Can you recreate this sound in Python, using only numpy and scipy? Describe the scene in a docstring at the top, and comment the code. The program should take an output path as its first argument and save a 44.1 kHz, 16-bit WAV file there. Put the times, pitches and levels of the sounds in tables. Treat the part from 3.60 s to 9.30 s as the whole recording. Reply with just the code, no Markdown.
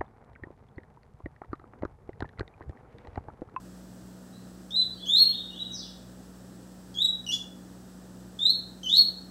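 """A caged seedeater sings six short, rising whistles in a hard-walled room: gliding near-sines with
weak overtones, noise ticks and cracks, and two hoarse stretches. Another bird, farther off, gives softer
rising notes and two falling slurs, one a wide sweep, heard mostly through diffuse reverberation.
Under them lie a hum of wavering low tones, the faint rush of the room and microphone hiss (shaped noise)."""
import sys
import numpy as np
from scipy import signal
from scipy.fft import rfft, irfft
from scipy.io import wavfile

SR = 44100
rng = np.random.default_rng(int(sys.argv[2]) if len(sys.argv) > 2 else 0)


def materialize(psi):
    """Save the field psi as 16-bit PCM at rate SR to the path in sys.argv[1].

    A 1-D psi becomes a single channel; in a 2-D psi each row is a channel.
    """
    bounded = np.clip(np.atleast_2d(psi).T, -1, 1)
    quanta = np.round(bounded * 32767).astype(np.int16)
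    wavfile.write(sys.argv[1], SR, quanta)


N = 251400
TIME = np.arange(N) / SR

# near bird's rising notes, levels before the room mix: (start [s], low hold [s], climb [s], top hold [s],
# extra jump before the top [s], none if no longer than one jump, start [Hz], foot of climb [Hz], top [Hz],
# bow of climb [1 = straight], top level [dB], climb above top [dB], fade on the top [dB], overtones [dB])
NEAR_NOTES = [ (1.106, 0.0033, .047, 0.051, 0.00081, 3410, 3400, 4050, 0.57, -24, 0, -3, -4),
              (1.457, .002, .117, .046, .02, 3000, 2957, 4342, .66, -22, 0.5, -6, 1.5),
              (3.342, .032, 0.042, 0.035, 0, 3297, 3280, 3890, 0.85, -20.5, -4, .5, -0.5),
              (3.664, .027, 0.028, 0.017, 0.01, 2982, 2830, 3435, 0.98, -27, 6.5, -4.5, 6.5),
              (4.789, .015, .091, 0.022, .036, 3500, 3497, 4280, 0.58, -24.5, 4, 1, -.5),
              (5.231, .055, 0.078, 0.041, 0.023, 3090, 3023, 4347, 0.46, -21, -0.5, -4.5, -0.5)]


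def from_db(db):
    """Decibels to amplitude gain."""
    return 10 ** (np.asarray(db) / 20)


def rms_one(x):
    """Scale to unit rms."""
    return x / np.sqrt(np.mean(x ** 2) + 1e-20)


def at_hz(points, hz):
    """Interpolate a table on a log-frequency axis."""
    known_hz, values = np.transpose(points)
    return np.interp(np.log(hz + 1e-9), np.log(known_hz), values)


def drift(rate_hz):
    """Smooth random wander of unit rms: white noise low-passed around rate_hz."""
    hz = np.arange(N // 2 + 1) * SR / N
    spectrum = rfft(rng.standard_normal(N)) / (1 + (hz / rate_hz) ** 2) ** 2
    return rms_one(irfft(spectrum, N))


def coloured_noise(spectrum):
    """Steady noise of unit rms with the given spectrum, falling away beyond its ends."""
    hz = np.arange(1, N // 2 + 2) * SR / N
    low_skirt = np.minimum(1, hz / spectrum[0][0]) ** 4
    high_skirt = np.minimum(1, spectrum[-1][0] / hz) ** 4
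    gain = from_db(at_hz(spectrum, hz)) * low_skirt * high_skirt
    return rms_one(irfft(rfft(rng.standard_normal(N)) * gain, N))


def band_noise(length, low_hz, high_hz):
    """White noise through a causal band-pass."""
    edges_hz = [low_hz, min(high_hz, SR / 2 - 1000)]
    sos = signal.butter(2, edges_hz, "band", fs=SR, output="sos")
    return signal.sosfilt(sos, rng.standard_normal(length))


def appliance_hum():
    """Mains and motor hum: low steady tones, each wavering slowly in amplitude and phase."""
    # close pair near 120 Hz beats: (frequency [Hz], steady level [dB rms], waver share [ratio])
    hum_tones = [(59.4, -60, .14), (120.9, -63.5, 0.197), (118.5, -60, 0.096), (184.1, -50, .05),
                 (654, -71.5, .2)]
    out = np.zeros(N)
    for hz, db, waver in hum_tones:
        phase = 2 * np.pi * hz * TIME
        in_phase = (1 + waver * drift(3)) * np.sin(phase)
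        quadrature = waver * drift(3) * np.cos(phase)
        out += np.sqrt(2) * from_db(db) * (in_phase + quadrature)
    return out


def room_rush():
    """Faint broadband rush of the room, mostly low-frequency noise."""
    # relative spectrum: (frequency [Hz], density [dB per Hz])
    rush_spectrum = [(45, -25), (58, -9), (110, -7.5), (165, -7.5), (245, 1), (320, -4), (450, -11),
                     (510, -7.5), (610, -13), (800, -14.5), (1050, -20), (1250, -18.5), (1800, -21.5),
                     (2300, -35)]
    return from_db(-51.5) * coloured_noise(rush_spectrum)


def microphone_hiss():
    """Steady treble noise of the microphone."""
    # relative spectrum: (frequency [Hz], density [dB per Hz])
    hiss_spectrum = [(1900, -29), (2400, -4), (3300, -0.5), (4400, 0), (5200, 2), (6900, -1), (8150, 5.5),
                     (9200, -9), (10150, -2.5), (10700, -5.5), (14300, -7), (15700, -6.5)]
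    return from_db(-61.5) * coloured_noise(hiss_spectrum)


def whistle(notes, jitter, flutter_db, attack_s, release_s):
    """The syrinx: a near-sine gliding through each note, slightly unsteady, overtones coloured by the throat."""
    # overtone gain of throat and beak re the whistle: (frequency [Hz], gain [dB])
    throat_gain = [(5600, -13), (6500, -13), (7100, -30), (7700, -26), (8700, -32.5), (9500, -39.5),
                   (11400, -34), (12100, -35.5), (12900, -25), (13300, -33.5), (14000, -42.5), (15600, -43)]
    out = np.zeros(N)
    wobble = 1 + jitter * drift(220)
    flutter = flutter_db * drift(130)
    for note in notes:
        s, hz, level_db, bright_db = np.transpose(note)
        end_s = s[-1] + release_s
        span = (TIME > s[0]) & (TIME < end_s)
        t = TIME[span]
        pitch_hz = np.interp(t, s, hz) * wobble[span]
        phase = 2 * np.pi * np.cumsum(pitch_hz) / SR
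        overtones = 0
        for k in (2, 3, 4):
            below_nyquist = k * pitch_hz < SR / 2
            overtones = overtones + from_db(at_hz(throat_gain, k * pitch_hz)) * below_nyquist * np.sin(k * phase)
        tone = np.sin(phase) + from_db(np.interp(t, s, bright_db)) * overtones
        gate = np.clip((t - s[0]) / attack_s, 0, 1) * np.clip((end_s - t) / release_s, 0, 1)
        level = from_db(np.interp(t, s, level_db) + flutter[span])
        out[span] += np.sqrt(2) * tone * np.sin(gate * np.pi / 2) ** 2 * level
    return out


def rising_note(row):
    """Low hold, climb with a jump or two, held top, quick close, as (time [s], [Hz], [dB], overtones [dB])."""
    (start, low_s, climb_s, top_s, early_jump_s, start_hz, foot_hz, top_hz,
     bow, db, climb_db, fade_db, bright_db) = row
    jump_hz, jump_s = 200.7, 0.007
    drop_hz, drop_s, drop_db = 525, 0.009, 22   # closing fall in pitch and level
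    sag_hz_per_s = 1350   # sink of the held top
    full_voice_hz, opening_hz, low_voice_db = 3400, 70, 12   # voice is soft below full_voice_hz
    accent_db, accent_s = 3.5, 0.008   # surge as the voice opens and after each jump
    swell_db, swell_s = 21, 0.024
    climb_dull_db, close_bright_db = 1.5, 8   # overtones dull in the open climb, outlast the whistle

    stages = np.cumsum([0, low_s, climb_s, jump_s, top_s, drop_s])
    t = np.linspace(0, stages[-1], 300)
    # progress 0..1 through each stage
    low, climb, arrived, held, close = [np.interp(t, ends, [0, 1]) for ends in zip(stages, stages[1:])]
    jumps = [low_s + climb_s]
    if early_jump_s > jump_s:
        jumps.append(low_s + climb_s - early_jump_s)

    hz = start_hz + (foot_hz - start_hz) * low
    hz = hz + (top_hz - foot_hz - jump_hz * len(jumps)) * climb ** bow
    hz = hz + sum(jump_hz * np.clip((t - s) / jump_s, 0, 1) for s in jumps)
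    hz = hz - sag_hz_per_s * top_s * held - drop_hz * close

    softness = np.clip((full_voice_hz - hz) / opening_hz, 0, 1)
    surges = [t[np.argmax(softness == 0)]] + [s + jump_s for s in jumps]
    accents = [np.interp(t, [s - jump_s / 2, s, s + 2 * accent_s], [0, 1, 0]) for s in surges]
    accent = np.max(accents, axis=0)
    held_back_db = np.maximum(swell_db * np.exp(-t / swell_s), low_voice_db * softness)
    level_db = db + climb_db * (1 - arrived) + accent_db * accent
    level_db = level_db - held_back_db - fade_db * held - drop_db * close
    overtones_db = bright_db - climb_dull_db * (1 - softness) * (1 - arrived) + close_bright_db * close
    return np.column_stack([start + t, hz, level_db, overtones_db])


def falling_slur(row):
    """Even slide down in log pitch, loudest mid-note, as (time [s], [Hz], [dB], overtones [dB])."""
    start, length, from_hz, to_hz, db, bright_db = row
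    along = np.linspace(0, 1, 50)
    hz = from_hz * (to_hz / from_hz) ** along
    level_db = db - 10.5 * (2 * along - 1) ** 2   # ends 10.5 dB down
    return np.column_stack([start + length * along, hz, level_db, np.full_like(along, bright_db)])


def far_bird():
    """Dry voice of the farther bird: softer rising notes and falling slurs."""
    # rising notes, columns as NEAR_NOTES: (times [s], pitches [Hz], bow [1 = straight], levels [dB])
    answer_notes = [ (0.720, 0.0025, 0.017, .012, 0.0017, 3810, 3840, 4270, 1.5, -65.5, 13, 8, -11),
                    (1.371, .016, .012, 0.066, 0, 3123, 3220, 3422, 1.1, -40.5, -1.5, -3, -21.5),
                    (1.616, .058, .058, .044, 0, 2776, 2990, 3722, 0.655, -35.5, -6, 9, -15),
                    (1.885, .053, .051, .055, 0, 2837, 2950, 3891, 0.7, -36.5, -3, 4.5, -8)]
    # slurs before the room mix: (start [s], length [s], from [Hz], to [Hz], level [dB], overtones [dB])
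    slur_rows = [(1.319, 0.071, 4700, 4090, -54, -11.5), (2.115, .143, 6500, 2788, -45, -13)]
    notes = [rising_note(row) for row in answer_notes] + [falling_slur(row) for row in slur_rows]
    return whistle(notes, jitter=0.0017, flutter_db=6.0, attack_s=0.0068, release_s=0.023)


def room(x, build_s, early_share, early_t60, linger):
    """Diffuse ring: dense reflections with a quick early fall, then a frequency-dependent tail."""
    # decay time before the linger factor: (frequency [Hz], t60 [s])
    ring_t60 = [(3000, 0.43), (4200, 0.49), (8000, 0.39), (13000, 0.46)]
    t = TIME[:SR]
    response = np.zeros(SR)
    edges_hz = np.geomspace(2000, 17000, 8)
    for low_hz, high_hz in zip(edges_hz, edges_hz[1:]):
        t60 = linger * at_hz(ring_t60, np.sqrt(low_hz * high_hz))
        fade = from_db(-60 * t / t60) + early_share * from_db(-60 * t / early_t60)
        response += band_noise(SR, low_hz, high_hz) * fade
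    response *= 1 - np.exp(-t / build_s)
    return signal.fftconvolve(x, response / np.sqrt(np.sum(response ** 2)))[:N]


def ticks(decay_s, low_hz, high_hz):
    """The voice catches: millisecond noise bursts, faint at note onsets, louder at breaks."""
    # cracks where the voice breaks, before the room mix: (time [s], level [dB])
    voice_cracks = [(1.577, -38.5), (3.724, -36.5), (3.744, -34.5), (4.893, -43), (5.362, -32)]
    catches = [(note[0], -47) for note in NEAR_NOTES] + list(voice_cracks)
    envelope = np.zeros(N)
    for s, db in catches:
        envelope += from_db(db) * (TIME >= s) * np.exp(-np.abs(TIME - s) / decay_s)
    return envelope * rms_one(band_noise(N, low_hz, high_hz))


def near_bird():
    """Dry voice of the near bird: rising whistles with ticks and rasp."""
    notes = [rising_note(row) for row in NEAR_NOTES]
    voice = whistle(notes, jitter=0.0043, flutter_db=3.5, attack_s=0.0024, release_s=0.0068)
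    voice = voice + ticks(decay_s=0.0051, low_hz=4060, high_hz=6400)
    return voice + rasp(rate_hz=230, low_hz=4500, high_hz=6360)


def early_echoes(x):
    """Direct sound plus first bounces, divided by the root-sum-square of their gains."""
    # nearby walls and ceiling: (delay [s], gain [ratio])
    bounces = [(.0047, 0.49), (0.0109, 0.6), (0.0246, .25)]
    out = x + sum(gain * np.interp(TIME - delay, TIME, x, left=0) for delay, gain in bounces)
    return out / np.sqrt(1 + sum(gain ** 2 for delay, gain in bounces))


def rasp(rate_hz, low_hz, high_hz):
    """Hoarse hiss beneath a note: band noise pulsing quickly with a wandering phase."""
    # hoarse stretches before the room mix: (start [s], end [s], peak level [dB])
    hoarse_spans = [(3.711, 3.757, -40), (5.253, 5.374, -50)]
    envelope = np.zeros(N)
    for start, end, db in hoarse_spans:
        arch = np.clip(4 * (TIME - start) * (end - TIME) / (end - start) ** 2, 0, 1)
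        envelope += from_db(db) * np.sqrt(arch)
    pulses = 1 + np.sin(2 * np.pi * rate_hz * TIME + drift(57))
    return envelope * rms_one(pulses * band_noise(N, low_hz, high_hz))


def scene():
    """Near bird partly direct, far bird mostly through the room, over hum, rush and hiss; one channel."""
    near, far = near_bird(), far_bird()
    near_ring = room(near, build_s=0.004, early_share=0.91, early_t60=0.28, linger=0.99)
    far_ring = room(far, build_s=0.008, early_share=0.2, early_t60=0.12, linger=1.25)
    near_heard = from_db(-1.5) * early_echoes(near) + from_db(-7.0) * near_ring
    far_heard = from_db(-10.5) * far + from_db(-1.0) * far_ring
    background = appliance_hum() + room_rush() + microphone_hiss()
    return (near_heard + far_heard + background)[None, :]


def record(dry):
    """Steep elliptic low-pass at 15.75 kHz."""
    sos = signal.ellip(12, 0.1, 80, 15750, fs=SR, output="sos")   # 0.1 dB ripple, 80 dB stopband
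    return signal.sosfilt(sos, dry)


dry = scene()
out = record(dry)
materialize(out)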